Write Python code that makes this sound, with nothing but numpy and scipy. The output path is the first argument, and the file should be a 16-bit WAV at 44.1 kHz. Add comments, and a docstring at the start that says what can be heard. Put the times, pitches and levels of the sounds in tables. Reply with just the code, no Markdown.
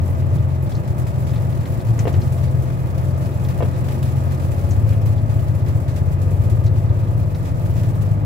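"""Inside a slow diesel truck on a dirt track

A six-cylinder engine booms in the cab as a stack of low tones, and each firing adds a knock.
The road rumbles through the cab panels. Loose trim buzzes in short puffs of noise, grit and
small parts tick, ruts jolt the cab into a low ring, and two bumps knock a panel.
The steady sounds reach the right side of the microphone a little before the left."""
import sys
import numpy as np
from scipy import signal
from scipy.fft import rfft, irfft, next_fast_len
from scipy.io import wavfile

SR = 44100
rng = np.random.default_rng(int(sys.argv[2]) if len(sys.argv) > 2 else 0)


def bounce(signal):
    """Save signal as a 16-bit WAV file at the path given by the first command-line argument."""
    frames = np.transpose(np.atleast_2d(signal))
    limited = np.clip(frames, -1, 1)
    pcm = np.round(limited * 32767).astype(np.int16)
    wavfile.write(sys.argv[1], SR, pcm)


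N = 363825
TIME = np.arange(N) / SR
SIZE = next_fast_len(N)
HZ = np.fft.rfftfreq(SIZE, 1 / SR)

# How hard the engine works: time_s, load (0 coasting, 1 pulling)
LOAD = [(0, 0.73), (.4, 0.34), (4.2, 0.37), (4.7, 0.94), (5.8, 0.53), (6.3, 1), (8.25, 0.82)]
# How often the engine fires: time_s, firings_per_s
FIRING_RATE = [(0, 44.75), (.75, 43.55), (1.2, 43.7), (1.55, 43.35), (2.05, 44.55), (2.45, 44.1), (3, 44.2),
               (3.4, 43.85), (4.2, 44.35), (4.8, 45.9), (5.15, 46.1), (5.7, 45.7), (6.05, 46.35),
               (6.4, 47.4), (6.7, 47.2), (7.1, 48.9), (7.4, 49.75), (7.8, 49.8), (8.25, 51.45)]
# How the six cylinders differ: delay_in_firings, strength_db
CYLINDERS = [(0.049, 2), (0.032, 3.5), (-0.0052, -21), (0.0045, -6), (-0.021, -3.5), (0.016, 1)]


def gain_of(db):
    """Turns decibels into a number to multiply by."""
    return 10 ** (np.asarray(db) / 20)


def evened(x):
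    """Scales a signal to an average (rms) level of 1."""
    return x / np.sqrt(np.mean(x ** 2) + 1e-20)


def curve(rows, column=1, t=TIME):
    """Reads one column of a time table at the times t."""
    rows = np.array(rows)
    return np.interp(t, rows[:, 0], rows[:, column])


def spectrum(rows, column=1):
    """Reads one column of a pitch table at every frequency."""
    rows = np.array(rows)
    return np.interp(np.log(HZ + 1), np.log(rows[:, 0] + 1), rows[:, column])


def ringing(modes):
    """A gain that lifts the pitches at which an object likes to ring."""
    peaks = sum((gain_of(2 * db) - 1) / (1 + (2 * (HZ - hz) / width) ** 2) for hz, width, db in modes)
    return np.sqrt(1 + peaks)


def coloured(x, gain):
    """Filters a sound with one gain for each frequency."""
    return irfft(rfft(x, SIZE) * gain, SIZE)[..., :N]


def drift(top_hz, t=TIME):
    """A random wobble of average size 1, no faster than top_hz."""
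    knots = TIME[::200]
    rates = np.geomspace(top_hz / 10, top_hz, num=12)
    waves = sum(np.sin(2 * np.pi * (hz * knots + rng.random())) / np.sqrt(hz) for hz in rates)
    return np.interp(t, knots, evened(waves))


def by_load(pair, load):
    """Blends a (coasting, pulling) pair of values."""
    return pair[0] + load * (pair[1] - pair[0])


def stereo(a, b):
    """Makes left and right from two sounds: both sides share a, which comes later on the left."""
    # How alike the two sides are: pitch_hz, likeness (0 to 1), left_lead_rad
    likeness = [(50.3, 1, -1.7), (125, 1, -1.5), (290, 0.79, -0.5), (563, 0.37, -0.1), (990, 0.3, -2.5),
                (1390, 0.49, -3.5), (2480, 0.1, -6.5), (4820, 0, -12.5), (15900, 0.34, -46)]
    # Which side is louder: pitch_hz, left_minus_right_db
    balance = [(60, 3), (200, 1.5), (380, -.5), (700, 2), (1290, 1), (2380, 1.5), (4400, -1), (8120, -3.5),
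               (15000, -4.5)]
    a, b = rfft(a, SIZE), rfft(b, SIZE)
    lean = gain_of(spectrum(balance) / 2)
    alike = np.clip(spectrum(likeness), 0, 1)
    left = a * np.exp(1j * spectrum(likeness, column=2)) * lean
    right = (alike * a + np.sqrt(1 - alike ** 2) * b) / lean
    return irfft(np.array([left, right]), SIZE)[:, :N]


def pan(db, lean_db):
    """Left and right gains around db, with the left louder by lean_db."""
    return gain_of(db + np.array([[.5], [-.5]]) * lean_db)


def tone(angle, db, lean_db, lead_rad):
    """A stereo sine wave whose left side is ahead by lead_rad."""
    return np.sqrt(2) * pan(db, lean_db) * np.cos([angle + lead_rad / 2, angle - lead_rad / 2])


def add(mix, start_s, sound):
    """Lays a stereo sound into the mix."""
    part = mix[:, round(start_s * SR):][:, :sound.shape[1]]
    part += sound[:, :part.shape[1]]


def engine_boom(firings):
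    """Wavering tones bunch into a chug. A tone of order n swings n times in each six firings."""
    # The two main tones: time_s, boom_db (order 12), drone_db (order 14)
    main_levels = [(0, -18, -52), (.6, -24, -43), (.85, -42, -30), (1.3, -25.5, -41), (1.8, -35, -34),
                   (2.15, -22, -34), (2.55, -24.5, -32), (2.8, -43, -35), (3.05, -21, -70), (3.4, -27, -52),
                   (4.4, -23, -34.5), (4.85, -21.5, -15.5), (5.65, -24, -21), (6, -23.5, -30.5),
                   (6.25, -21, -24.5), (6.55, -21.5, -16.5), (7.2, -20, -22.5), (7.55, -26, -28),
                   (7.85, -20.5, -19), (8.25, -23, -33)]
    # Low engine tones, each with its own level and place left to right:
    # order, left_minus_right_db, left_lead_rad
    boom_tones = [(6, 3.9, -1.), (12, 2.8, -.15), (14, 3.5, -.8), (16, 1.9, -.7), (18, 1.5, -.6)]
    # Further engine hum tones, blended between coasting and pulling: order, coasting_db, pulling_db
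    hum_tones = [(8, -43, -36.5), (9, -56, -29.5), (10, -46.5, -26), (13, -48, -46), (15, -25.5, -39.5),
                 (19, -29.5, -46.5), (20, -42, -50), (21, -48, -33), (23, -29.5, -53.5), (24, -37.5, -51),
                 (30, -44.5, -43), (34, -55, -46.5), (46, -65, -50.5)]
    # High tones that whine through the wall behind the engine: order, coasting_db, pulling_db
    whine_tones = [(54, -64, -55), (60, -62, -51), (66, -60, -49), (69, -60, -53), (70, -52, -64),
                   (72, -54, -50), (75, -55, -50), (78, -57, -56), (81, -47.5, -50), (86, -52, -50),
                   (90, -52, -48)]
    # Tones that trail the chug and fill its gaps: order, delay_turns
    late_turns = {6: .5, 9: .25, 16: .25, 21: .25, 24: .25}
    step = 10  # low tones need only every tenth sample
    t, out = TIME[::step], 0
    load = np.clip(curve(LOAD, t=t), 0, 1)
    cycle_rad = 2 * np.pi * firings[::step] / len(CYLINDERS) + 2.14
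    cycle_hz = curve(FIRING_RATE, t=t) / len(CYLINDERS)
    chug_rad = by_load((0, -1), load)

    def angle_of(order, wobble_rad):
        steady = order * cycle_rad + chug_rad - 2 * np.pi * late_turns.get(order, 0)
        return steady + wobble_rad * drift(3, t)

    firing_db = by_load((-51, -32), load)
    boom_db, drone_db = curve(main_levels, t=t), curve(main_levels, column=2, t=t)
    order_16_db = by_load((-31, -32.5), load)
    order_18_db = by_load((-20, -30.5), load) + .28 * (boom_db - boom_db.mean())
    levels = firing_db, boom_db, drone_db, order_16_db, order_18_db
    for (order, lean_db, lead_rad), db in zip(boom_tones, levels):
        angle = angle_of(order, wobble_rad=.18)
        waver_db = by_load((1.6, .9), load) * drift(4.4, t)
        out += tone(angle, db + waver_db, lean_db, lead_rad)
    for order, *pair_db in hum_tones:
        angle = angle_of(order, wobble_rad=by_load((.48, .26), load))
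        db = by_load(pair_db, load) + by_load((3, 1.1), load) * drift(2.5, t)
        if order == 30:  # this tone dies away above 236 Hz
            db -= .5 * np.maximum(order * cycle_hz - 236, 0)
        out += tone(angle, db, lean_db=2.2, lead_rad=-.75)
    for order, *pair_db in whine_tones:
        wall_loss_db = .15 * np.maximum(order * cycle_hz - 625, 0)  # fades above 625 Hz
        db = by_load(pair_db, load) - wall_loss_db + 1.8 * drift(2.5, t)
        angle = order * cycle_rad + 2 * np.pi * rng.random() + .62 * drift(3, t)
        out += tone(angle, db, lean_db=5, lead_rad=-.16)
    return signal.resample_poly(out, step, 1, axis=1, window=("kaiser", 10))[:, :N]


def firing_knock(firings):
    """Each firing strikes the engine block; the cylinders differ in strength and timing."""
    # Tone colour of the knock: pitch_hz, level_db
    knock_colour = [(150, -45.5), (300, -13), (500, 16), (680, 4), (800, -8), (1250, -31), (2500, -40),
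                    (4000, -53.5)]
    count = np.arange(1, int(firings[-1]))
    delay, db = np.array(CYLINDERS)[count % len(CYLINDERS)].T
    timing_jitter, level_jitter = rng.standard_normal((len(count), 2)).T
    start_s = np.interp(count + delay + .003 * timing_jitter, firings, TIME)
    blows = np.zeros(N)
    blows[(start_s * SR).astype(int)] = gain_of(db + .55 * level_jitter)
    # the block answers every blow with the same short scatter of echoes
    echoes = rng.standard_normal((2, 1500)) * gain_of(-60 * TIME[:1500] / .081)
    knocks = signal.oaconvolve(blows[None], echoes)[:, :N]
    a, b = coloured(knocks, gain_of(spectrum(knock_colour)))
    return gain_of(-49 + .61 * curve(LOAD)) * evened(stereo(a, b))


def road_rumble(firings):
    """Noise comes through the cab panels, throbbing a little with each firing and with the road."""
    # Road and engine noise in the cab: pitch_hz, level_db
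    rumble_colour = [(18, -67), (33, -34), (60, -10), (78, 0), (119, -1), (148, -6), (221, -17),
                     (351, -20.5), (439, -24.5), (654, -25.5), (747, -27.5), (1220, -31.5), (1450, -37.5),
                     (1980, -40), (3940, -54.5), (6000, -62), (7800, -100), (13200, -120)]
    # Panels that ring along: pitch_hz, width_hz, boost_db
    panel_rings = [(295, 70, 3), (359, 16, 7), (510, 28, 6), (595, 7, 8), (665, 35, 7), (833, 8, 9),
                   (858, 20, 4), (924, 22, 5), (1200, 45, 5), (1250, 9, 6), (1385, 20, 4), (1690, 40, 3),
                   (1960, 60, 3), (2502, 14, 10)]
    # How the rumble rises and falls: time_s, level_db
    road_level = [(0, -32), (.5, -32.5), (1.6, -32), (2, -31), (2.5, -32.5), (3.5, -31.5), (4.5, -31.5),
                  (5.5, -33), (6.5, -32.5), (7.5, -33.5), (8.25, -32)]
    a, b = coloured(rng.standard_normal((2, N)), gain_of(spectrum(rumble_colour)) * ringing(panel_rings))
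    mid_level = np.sqrt(np.mean(coloured(a, (HZ > 200) & (HZ < 1500)) ** 2))
    throb_db = 1.5 * np.cos(2 * np.pi * firings) + .45 * drift(12)
    return gain_of(curve(road_level) - 1 + throb_db) * stereo(a, b) / mid_level


def trim_buzz():
    """Each tap of loose trim is a puff of noise and a short scrape, over a faint hiss."""
    # The clearest taps: start_s, level_db, dull_band_offset_db, scrape_offset_db
    clear_taps = [(0.0438, -53, -1, -9), (0.0593, -52, -3, -9), (0.19, -47, -4, -15),
                  (0.6225, -43, -6, -12), (0.6918, -41, 0, -5), (0.8759, -40, 3, -17),
                  (0.9797, -37, -6, -5), (1.068, -38, 0, -7), (1.1922, -45, -1, -15), (1.2665, -37, 0, -4),
                  (1.5529, -61, -3, -14), (1.6846, -47, -8, -14), (1.9904, -40, 5, -11),
                  (2.0772, -34, 7, -14), (2.2443, -47, -1, -11), (2.2932, -39, -5, -16),
                  (2.3206, -34, -11, -8), (2.4364, -36, 3, -11), (2.6209, -37, -2, -9),
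                  (2.7317, -55, -5, -9), (2.9771, -40, 1, -9), (3.1742, -46, -15, -9),
                  (3.2201, -46, -1, -13), (3.2575, -39, 5, -19), (3.4356, -40, -1, -9),
                  (3.4845, -38, 3, -9), (3.5753, -37, -1, -12), (3.8077, -49, -9, -15),
                  (3.8417, -45, 2, -5), (3.8836, -40, 1, -7), (3.918, -38, 3, -15), (3.9419, -41, -1, -7),
                  (4.0262, -33, 3, -12), (4.0841, -43, -1, -4), (4.1674, -38, -1, -13),
                  (4.2577, -54, -7, -11), (4.3046, -45, -1, -13), (4.3186, -38, -1, -11),
                  (4.3939, -40, -6, -9), (4.4593, -42, -10, -9), (4.5151, -41, -9, -7),
                  (4.5905, -42, 2, -7), (4.6907, -46, -1, -9), (4.7127, -40, -8, -21),
                  (4.794, -44, -6, -11), (4.889, -38.5, 2, -6), (5.0574, -39, 2, -6), (5.2934, -41, 1, -16),
                  (5.3393, -40, -3, -9), (5.3901, -42, 4, -15), (5.4226, -53, -3, -18),
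                  (5.4794, -40, 4, -9), (5.5478, -40, -3, -16), (5.6605, -44, 5, -6), (5.682, -39, 0, -9),
                  (5.7997, -41, -1, -9), (5.8795, -39, 1, -6), (5.9604, -36, 1, -7), (6.0526, -44, -1, -17),
                  (6.1978, -46, -5, -9), (6.2143, -38, -8, -5), (6.2776, -43, -6, -15),
                  (6.3056, -39, -5, -9), (6.4158, -49, -3, -9), (6.4338, -37, -5, -8),
                  (6.4966, -37.5, 2, -6), (6.6383, -41, -1, -10), (6.8349, -62, -11, -13),
                  (7.3961, -53, -4, -13), (7.4535, -39, 3, -9), (7.4859, -43, -3, -15),
                  (7.6854, -45, -1, -5), (7.7648, -43, 10, -10), (7.7902, -43, 3, -9),
                  (7.8311, -37, -1, -8), (7.8875, -43, -1, -9), (7.9518, -40, -6, -9), (8.0177, -41, 3, -8),
                  (8.0581, -42, -1, -10), (8.1115, -40, -5, -10)]
    # Lighter chatter between them: time_s, level_db
    chatter_level = [(0, -36), (.5, -42.5), (1.7, -32), (2.7, -37), (4.4, -33), (5.4, -40.5), (6.9, -42),
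                     (7.8, -36), (8.25, -56)]
    # Tone colour of the buzz: pitch_hz, level_db
    trim_colour = [(1500, 7), (2800, 0), (4500, -1.5), (7000, -2.5), (9000, -4), (11000, -2.5), (13000, -4),
                   (14500, -5), (16000, -5)]
    # Where the trim rings: pitch_hz, width_hz, boost_db
    trim_rings = [(2500, 150, 4), (7510, 130, 6), (11080, 300, 2.5), (14420, 300, 3)]
    gap_s, rise_s, puff_s, scrape_s = .022, .0012, .0037, .039
    light_s = np.arange(0, TIME[-1] - gap_s, gap_s)
    light_s += rng.random(len(light_s)) * gap_s
    light_taps = [(s, db - 8, 0, -10.5) for s, db in zip(light_s, curve(chatter_level, t=light_s))]
    start_s, db, dull_db, scrape_db = np.transpose(light_taps + clear_taps)
    # three bands (dull, bright, top) each get their own random strength
    chance_db = np.array([[2], [1.5], [3.5]]) * rng.standard_normal((len(start_s), 3)).T
    db = db - .5 + np.outer([1, 0, 0], dull_db) + chance_db
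    taps, scrapes = np.zeros((2, 3, N))
    starts = (start_s * SR).astype(int)
    taps[:, starts] = gain_of(db)
    scrapes[:, starts] = gain_of(db + scrape_db)
    t = TIME[None, :4000]
    rise = (1 - np.exp(-t / rise_s)) ** 2
    hiss = gain_of(-51.5 + 2.9 * drift(48) + 1.7 * np.array([drift(30) for _ in range(3)]))
    puffs = signal.oaconvolve(taps, rise * np.exp(-t / puff_s))[:, :N]
    scraping = signal.oaconvolve(scrapes, rise * np.exp(-(t / scrape_s) ** 2))[:, :N]
    colour = evened(gain_of(spectrum(trim_colour)) * ringing(trim_rings))
    high, top = (1 / (1 + (hz / (HZ + 1)) ** 6) for hz in (6500, 10500))
    bands = 1 - high, high * (1 - top), high * top
    a, b = sum(coloured(rng.standard_normal((2, N)) * level, colour * np.sqrt(band))
               for level, band in zip(hiss + puffs + scraping, bands))
    return gain_of(-3) * stereo(a, b)


def tick(hz, clack_db):
    """One small hit: a dry burst of noise spreading up from hz, a thin ring and a duller clack."""
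    t, f = TIME[:4096], np.fft.rfftfreq(4096, 1 / SR)
    a, b = rfft(rng.standard_normal((2, 4096)))
    width_hz = np.where(f < hz, .12, .5) * hz  # falls off steeply below its pitch
    burst = evened(irfft(a / (1 + ((f - hz) / width_hz) ** 2) / (1 + (f / 8200) ** 8)))
    clack = evened(irfft(b / (1 + ((f - 1900) / 790) ** 2) * (f > 700)))
    ring = gain_of(-1 - 60 * t / .045) * np.sin(2 * np.pi * (hz * t + rng.random()))
    rise = 1 - np.exp(-t / .0007)
    fall = .65 * gain_of(-60 * t / .065) + .35 * gain_of(-60 * t / .12)
    return ((burst + clack * gain_of(clack_db)) * fall + ring) * rise


def grit():
    """Grit and fittings tick faintly at random, more often on the rougher first stretch."""
    out = np.zeros((2, N))
    for when, size, pitch, side in rng.random((120, 4)):
        gains = pan(-64 + 6 * size, lean_db=6 * side - 21)  # well to the right
        add(out, when ** 1.3 * N / SR, gains * tick(2400 * 2.5 ** pitch, clack_db=0))
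    return out


def rut_jolts():
    """Each rut jolts the cab, which swells into a low ring at its own pitch and dies away."""
    # The jolts: start_s, level_db, pitch_hz
    jolts = [(0.3, -13.5, 104), (1.331, -16, 119.3), (1.861, -8, 114), (2.124, -15, 102.8),
             (2.348, -15, 113), (4.152, -15, 115.4)]
    rise_s, fade_s = .014, .58  # fade_s is the time to drop 60 dB
    out, t = np.zeros((2, N)), TIME[:SR]
    for start_s, db, hz in jolts:
        angle = 2 * np.pi * (hz * t + rng.random())
        ring = tone(angle, db - 60 * t / fade_s, lean_db=1.8, lead_rad=-.52)
        add(out, start_s, ring * (1 - np.exp(-t / rise_s)) ** 2)
    return out


def loose_parts():
    """Small loose parts tick around the cab, each at its own pitch."""
    # The ticks: start_s, level_db, pitch_hz, clack_offset_db, left_minus_right_db
    ticks = [(0.384, -56, 3400, -9, -1.5), (0.719, -46.5, 3400, -17, 4), (0.7503, -45, 4200, -16, 5),
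             (1.066, -52, 4170, 5, 4), (1.29, -52, 3390, -5, -7), (1.335, -49.5, 2580, 3.5, 0),
             (1.3564, -46, 3540, 2, 1), (1.654, -50.5, 3030, 6, 7), (1.803, -48, 3580, -15, 3),
             (1.99, -38, 6140, 1, 7), (2.075, -45, 3160, -1, -0.5), (2.1281, -53, 5800, -13, 10),
             (2.1393, -49, 3820, 10.5, 6), (2.2159, -46.5, 4180, 0, 6), (2.438, -53, 4340, 2, 3),
             (3.449, -48, 3340, -12, 0.0), (3.6236, -49, 3240, 2, 3), (3.884, -52, 3150, 5, -5),
             (4.0272, -46, 2970, -6, 2), (4.0841, -61, 3047, -3, -1), (4.7076, -42.5, 6150, -13, 7),
             (4.71, -51, 4200, 0, 5), (4.922, -50, 2370, 4, 0), (4.937, -51, 2350, 2, 0),
             (5.179, -50, 3450, -19, 5), (6.6605, -50, 5200, -10, 6), (6.663, -46, 3880, -2, 6),
             (7.3463, -49, 3900, 3, 4)]
    out = np.zeros((2, N))
    for start_s, db, hz, clack_db, lean_db in ticks:
        add(out, start_s, pan(db + 2.5, lean_db) * tick(hz, clack_db))
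    return out


def panel_knocks():
    """Two bumps each knock a panel several times; it rings briefly, with a wooden rattle."""
    # The knocks: start_s, level_db, left_minus_right_db
    knocks = [(2.054, -15.5, 6), (2.0605, -24, 3), (2.0715, -13, -5), (2.079, -18, 18.5), (2.092, -24, 0),
              (3.6062, -16.5, 7), (3.612, -24, 16), (3.624, -16, -13), (3.630, -16, 11), (3.644, -28, 0),
              (3.654, -26, 0)]
    # The notes the panel rings at: pitch_hz, level_db, fade_s (time to drop 60 dB)
    panel_notes = [(316, -7.5, 0.044), (445, -1.5, 0.061), (493, -3, 0.068), (566, -7, 0.045),
                   (680, -3.5, 0.043), (852, -10, 0.027), (1005, -16, 0.028), (1400, -26, 0.014),
                   (1810, -22, 0.04), (2160, -20, 0.03), (2800, -22, 0.044)]
    out, t = np.zeros((2, N)), TIME[:5000]
    rattle_band = signal.butter(4, (700, 2940), "bandpass", fs=SR, output="sos")
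    rattle_fade = gain_of(-22.5 - 60 * t / .095)
    rise = 1 - np.exp(-t / .0003)
    for start_s, db, lean_db in knocks:
        ring = 0
        for hz, note_db, fade_s in panel_notes:
            detune, strength, phase = rng.standard_normal(3)
            wave = np.sin(2 * np.pi * hz * (1 + .02 * detune) * t + .79 * phase)
            ring += gain_of(note_db + .92 * strength - 60 * t / fade_s) * wave
        rattle = evened(signal.sosfilt(rattle_band, rng.standard_normal((2, len(t)))))
        add(out, start_s, pan(db - 5, lean_db) * rise * (ring + rattle_fade * rattle))
    return out


def scene():
    """Engine, road and cab together."""
    firings = np.cumsum(curve(FIRING_RATE)) / SR  # running count of engine firings
    low_sounds = engine_boom(firings) + rut_jolts() + firing_knock(firings) + road_rumble(firings)
    return low_sounds + trim_buzz() + loose_parts() + panel_knocks() + grit()


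def record(dry):
    """The microphone drops the deepest bass, and the very highest treble is cut off."""
    low_cut = signal.butter(3, 33, "highpass", fs=SR, output="sos")
    high_cut = signal.firwin(2047, 15780, window=("kaiser", 9), fs=SR)
    return signal.oaconvolve(signal.sosfilt(low_cut, dry), high_cut[None], "same")


dry = scene()
out = record(dry)
bounce(out)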